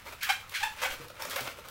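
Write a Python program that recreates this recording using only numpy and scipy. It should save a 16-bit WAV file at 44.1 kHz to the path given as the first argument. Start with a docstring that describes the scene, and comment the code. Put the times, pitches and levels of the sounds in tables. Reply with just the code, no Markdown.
"""Short, rubbery squeaks and rasps: hands twisting a modelling balloon in a small, bare, quiet room.
Latex sticks and slips on latex: a regular slip squeaks, an uneven one rasps, the taut skin colours both.
Between them fingers rub, the twisted neck crackles and the air-filled bubbles bump softly.
The walls ring after each sound, over a faint low rumble."""
import sys
import numpy as np
from scipy import signal
from scipy.fft import rfft, irfft
from scipy.io import wavfile
from scipy.ndimage import uniform_filter1d

SR = 44100
rng = np.random.default_rng(int(sys.argv[2]) if len(sys.argv) > 2 else 0)


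def output_pcm(signal):
    """Save a mono or channel-first signal as 16-bit PCM at the path in sys.argv[1].

    Samples are clipped to [-1, 1] before scaling.
    """
    pcm = np.clip(np.atleast_2d(signal).T, -1, 1) * 32767
    wavfile.write(sys.argv[1], SR, np.round(pcm).astype(np.int16))


N = 74970

# Resonances of the taut skin: f/Hz, level/dB
SKIN_EQ = [(150, -53), (400, -8.5), (550, 5), (680, -5), (850, 4.5), (1150, -1), (1510, 0.5), (1900, -2),
           (2300, 1), (2620, -1.5), (2900, -6), (3150, -3.5), (3600, -9), (4100, -10), (5000, -15.5),
           (8000, -26.5), (16000, -38)]
# Tone of the slip hiss: f/Hz, level/dB
HISS_EQ = [(500, -18.5), (1500, 11), (3000, -6.5), (6000, 2.5), (10000, -4.5), (16000, -5.5)]


def squeak(length, first_hz, last_hz, jitter, tilt_db, hiss_db, size=4096, count=200):
    """A gliding train of slips strikes the skin; each slip also hisses briefly."""
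    samples = np.arange(size)
    progress = np.clip(samples / SR / length, 0, 1)
    swell = np.abs(np.sin(np.pi * progress ** 1.17)) ** 0.52  # rounded, peaking just past halfway
    cycles = np.cumsum(first_hz * (last_hz / first_hz) ** progress) / SR
    # Jitter scatters the timing and force of the slips, turning squeak into rasp.
    stretch, strength = rng.standard_normal((2, count))
    slip_cycles = np.cumsum(np.exp(jitter * stretch))
    slip_at = np.interp(slip_cycles, cycles, samples)
    force = np.interp(slip_at, samples, swell) * undb(27 * jitter * strength)
    taps = slip_at.astype(int)[:, None] + np.arange(-7, 9)
    clicks = force[:, None] * np.sinc(taps - slip_at[:, None])  # placed between samples
    pulses = np.bincount(np.clip(taps, 0, size - 1).ravel(), clicks.ravel(), size)
    tone = colour(pulses, SKIN_EQ, tilt_db, low_hz=0.96 * min(first_hz, last_hz))
    slip_phase = np.interp(cycles, np.append(0, slip_cycles), np.arange(count + 1)) % 1
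    hiss = colour(swell * np.exp(-slip_phase) * rng.standard_normal(size), HISS_EQ)
    return (unit(tone) + undb(hiss_db) * unit(hiss)) * np.sqrt(length * SR / size)


# Squeak cues: t/s, length/s, first slip rate/Hz, last slip rate/Hz, level/dB, jitter/0-1,
# tilt/dB per octave, hiss against tone/dB
SQUEAK_CUES = [ (0.049, 0.049, 914, 1014, -50, 0.22, -8, -8),
               (0.066, 0.008, 1930, 1990, -48, 0.12, 2.5, -24),
               (0.12, 0.012, 1275, 1270, -52, 0.1, -3, -16), (0.205, 0.036, 2257, 2435, -43, 0.14, 2.5, -7),
               (0.22, 0.037, 1480, 1856, -36.5, 0.15, -0.5, -6.5),
               (0.254, 0.072, 1334, 1279, -38.5, 0.24, -4, -9),
               (0.289, 0.024, 723.6, 838, -24, 0.05, 0, -11),
               (.412, 0.054, 1180, 1264, -53, 0.15, -9.5, -18),
               (0.538, .043, 2203, 1345, -34.5, .14, 4, -12),
               (0.593, 0.0427, 1239, 1125, -42.5, 0.26, 5, -11.5),
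               (.604, 0.038, 840, 800, -42.5, 0.04, -10, -19),
               (.628, 0.017, 813.4, 925, -27.5, 0.02, 0.5, -10.5),
               (.642, 0.034, 897.6, 853.4, -36.5, .03, -3.5, -24.5),
               (0.775, 0.049, 1371, 1313, -45, 0.17, 3.5, -16.5),
               (0.814, 0.035, 505.6, 554.3, -32, 0.12, 0, -6),
               (0.846, 0.021, 730, 762, -32, .06, -2, -11.5),
               (.902, 0.0076, 3030, 3250, -38, 0.09, -9.5, -5),
               (.906, 0.013, 1441, 1410, -41.5, 0.17, 3, -6),
               (1.150, 0.041, 1351, 1252, -54.5, .14, -1, -22),
               (1.190, 0.054, 874.6, 949, -44.5, 0.13, -3, -4.5),
               (1.219, 0.0057, 5150, 5500, -43.5, 0.02, -3, -6),
               (1.249, 0.0089, 589, 555, -38.5, 0.07, -1, -2),
               (1.3, 0.027, 1615, 1665, -43, 0.11, 5.5, -0.5), (1.358, 0.012, 500, 613, -33, 0.03, -1, -6),
               (1.372, 0.027, 690.4, 745, -39, 0.05, -3, -16),
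               (1.472, 0.0085, 612, 530, -36.5, .15, 3, -20)]


def squeaks():
    """Every turn drags latex over latex at another spot in the room, so each has its own reverb tail."""
    out = np.zeros(N)
    for start, length, first_hz, last_hz, db, jitter, tilt_db, hiss_db in SQUEAK_CUES:
        add(out, start, undb(db) * room(squeak(length, first_hz, last_hz, jitter, tilt_db, hiss_db)))
    return out


# Fader moves of the finger rub: t/s, rustle level/dB, body level/dB
RUB_FADERS = [(0, -46.5, -71), (0.043, -54.5, -59), (0.074, -46, -47), (.135, -51.5, -55), (.165, -62, -80),
              (.38, -56, -54), (0.416, -46.5, -64), (.46, -62, -69), (.51, -48, -60), (0.701, -47, -67),
              (.755, -50, -56.5), (0.869, -41, -48), (0.929, -47, -50.5), (.97, -52.5, -59),
              (1.02, -49, -54), (1.131, -64, -60), (1.16, -51, -52), (1.227, -46.5, -44.5),
              (1.29, -52, -51.5), (1.35, -41, -46.5), (1.41, -41, -50), (1.49, -48.5, -44.5),
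              (1.53, -52.5, -60), (1.589, -49, -48), (1.625, -55.5, -67), (1.655, -49, -51),
              (1.7, -49, -50.5)]
# Dry rustle of the skin: f/Hz, level/dB
RUSTLE_EQ = [(200, -29.5), (500, -6.5), (1000, 1.5), (2200, 1.5), (4000, -7.5), (7000, -12.5),
             (10000, -14.5), (16000, -13.5)]
# Hollow body of the bubbles: f/Hz, level/dB
BODY_EQ = [(100, -26.5), (280, -7), (400, -7), (550, 2.5), (900, -7.5), (1500, -2.5), (4000, -38)]


def rubbing(grains_per_s=2000, scatter_db=3, grip_hz=70.13, grip_db=3.5):
    """Tiny slips under the fingers, bunched by an uneven grip, rustle the skin and stir the bubbles."""
    t = np.arange(N) / SR
    times, rustle_db, body_db = np.array(RUB_FADERS).T
    hits = rng.random(N) < grains_per_s / SR
    grains = hits * rng.choice([-1, 1], N) * undb(scatter_db * np.clip(rng.standard_normal(N), -2, 2))
    grains *= undb(grip_db * wander(grip_hz))
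    rustle = unit(colour(grains, RUSTLE_EQ)) * undb(np.interp(t, times, rustle_db))
    body = unit(colour(grains, BODY_EQ)) * undb(np.interp(t, times, body_db))
    return rustle + body


# Crackle cues: t/s, level/dB
CRACKLE_CUES = [(0.07, -47.5), (.126, -61), (0.2306, -29), (0.2325, -31.5), (0.2467, -40), (0.495, -40.5),
                (0.815, -50), (0.92, -39), (0.924, -48), (1.083, -44.5), (1.222, -33.5), (1.298, -35),
                (1.309, -36), (1.3605, -30.5), (1.405, -41), (1.408, -34), (1.458, -57), (1.474, -40),
                (1.686, -40.5)]
# Bright snap of peeling latex: f/Hz, level/dB
CRACKLE_EQ = [(400, -19), (1500, -7.5), (4000, 3), (7000, -4), (10000, -4), (16000, -0.5)]


def crackles(decay_s=0.0032, size=1024):
    """Stuck latex at the twisted neck peels free in bright, very short bursts."""
    out = np.zeros(N)
    fade = np.exp(-np.arange(size) / SR / decay_s)
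    for start, db in CRACKLE_CUES:
        burst = unit(colour(fade * rng.standard_normal(size), CRACKLE_EQ))
        add(out, start, undb(db) * burst * np.sqrt(decay_s * SR / size))
    return out


# Bump cues: t/s, f/Hz, level/dB
BUMP_CUES = [(.995, 144.4, -53), (1.244, 174, -60.5), (1.405, 123.4, -55.5)]
# Modes of an air-filled bubble: f/multiple of the pitch, level/dB
BUBBLE_PARTIALS = [(1, 5), (2.12, 6.5), (3.3, 6)]


def bumps(attack_s=0.0064, decay_s=0.037, size=8192):
    """A nudged bubble rings low and briefly."""
    out, t = np.zeros(N), np.arange(size) / SR
    envelope = np.minimum(t / attack_s, 1) * np.exp(-np.maximum(t - attack_s, 0) / decay_s)
    for start, hz, db in BUMP_CUES:
        ring = sum(undb(mode_db) * np.sin(2 * np.pi * hz * k * t) for k, mode_db in BUBBLE_PARTIALS)
        add(out, start, undb(db) * envelope * ring)
    return out


# Reverb bands of the bare room: f/Hz, T60/s, tail against direct sound/dB
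REVERB_BANDS = [(150, 0.27, -2), (800, 0.25, -5.5), (2550, 0.24, -0.5), (7400, 0.31, -2.5),
                (13900, 0.22, -2)]


def room(x, predelay_s=0.0011, build_s=0.0085, size=16384):
    """Close bare walls add a short, dense tail to the direct sound."""
    t, hz = np.arange(size) / SR, np.fft.rfftfreq(size, 1 / SR)
    centres_hz = np.array(REVERB_BANDS)[:, 0]
    noise = rfft(rng.standard_normal(size))
    onset = np.clip((t - predelay_s) / build_s, 0, 1)
    direct, tail = (t == 0), 0
    for (_, t60, db), share in zip(REVERB_BANDS, np.eye(len(REVERB_BANDS))):
        fade = onset * np.exp(-np.log(1000) * t / t60)
        band = irfft(noise * on_log_axis(hz, centres_hz, share), size)
        tail = tail + undb(db) * band * fade / np.linalg.norm(fade)
    return signal.fftconvolve(x, direct + tail)


# Room tone: f/Hz, level/dB
ROOM_TONE_EQ = [(20, -7), (55, -0.5), (76, -2), (90, 4), (115, -6.5), (200, -11), (400, -19.5),
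                (1000, -13.5), (4000, -23), (16000, -41)]


def room_tone(level_db=-56):
    """A faint, steady bed of rumble that booms around 90 Hz."""
    eq_db = on_log_axis(np.fft.rfftfreq(N, 1 / SR), *np.array(ROOM_TONE_EQ).T)
    rumble = irfft(rfft(rng.standard_normal(N)) * undb(eq_db), N)
    return undb(level_db) * unit(rumble)


def colour(x, eq, tilt_db=0, low_hz=1, size=1024):
    """Causal EQ, tilted by tilt_db per octave about 1 kHz, with a steep low cut under low_hz."""
    hz = np.maximum(np.fft.rfftfreq(size, 1 / SR), 1)
    db = on_log_axis(hz, *np.array(eq).T) + tilt_db * np.log2(hz / 1000)
    db -= np.minimum(10 * np.log10(1 + (low_hz / hz) ** 10), 45)
    # Minimum phase: the ring follows the hit.
    cepstrum = irfft(np.log(undb(db)))
    cepstrum[1:size // 2] *= 2
    cepstrum[size // 2 + 1:] = 0
    return signal.fftconvolve(x, irfft(np.exp(rfft(cepstrum))))[:len(x)]


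def undb(db):
    """Decibels to gain."""
    return 10 ** (np.asarray(db) / 20)


def unit(x):
    """Scale to rms 1."""
    return x / np.sqrt(np.mean(x ** 2) + 1e-20)


def on_log_axis(hz, points, values):
    """Join values by straight lines over log frequency."""
    return np.interp(np.log(np.maximum(hz, 1)), np.log(points), values)


def add(out, start, x):
    """Mix a sound in at its cue."""
    i = max(int(start * SR), 0)
    out[i:i + len(x)] += x[:max(N - i, 0)]


def wander(rate_hz):
    """Smooth random modulation with a spread near 1."""
    hold = int(SR / rate_hz)
    steps = np.repeat(rng.standard_normal(N // hold + 1), hold)
    return 1.2 * uniform_filter1d(steps, hold)[:N]


def scene():
    """Mono mix: squeaks up front, handling noise between them, room tone underneath."""
    handling = room(rubbing()) + room(crackles() + bumps())
    return (squeaks() + handling[:N] + room_tone())[None]


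def record(dry):
    """A steep high cut at 15.9 kHz trims the very top."""
    high_cut = signal.firwin(401, 15900, window="blackmanharris", fs=SR)
    return signal.fftconvolve(dry, high_cut[None], mode="same")


dry = scene()
out = record(dry)
output_pcm(out)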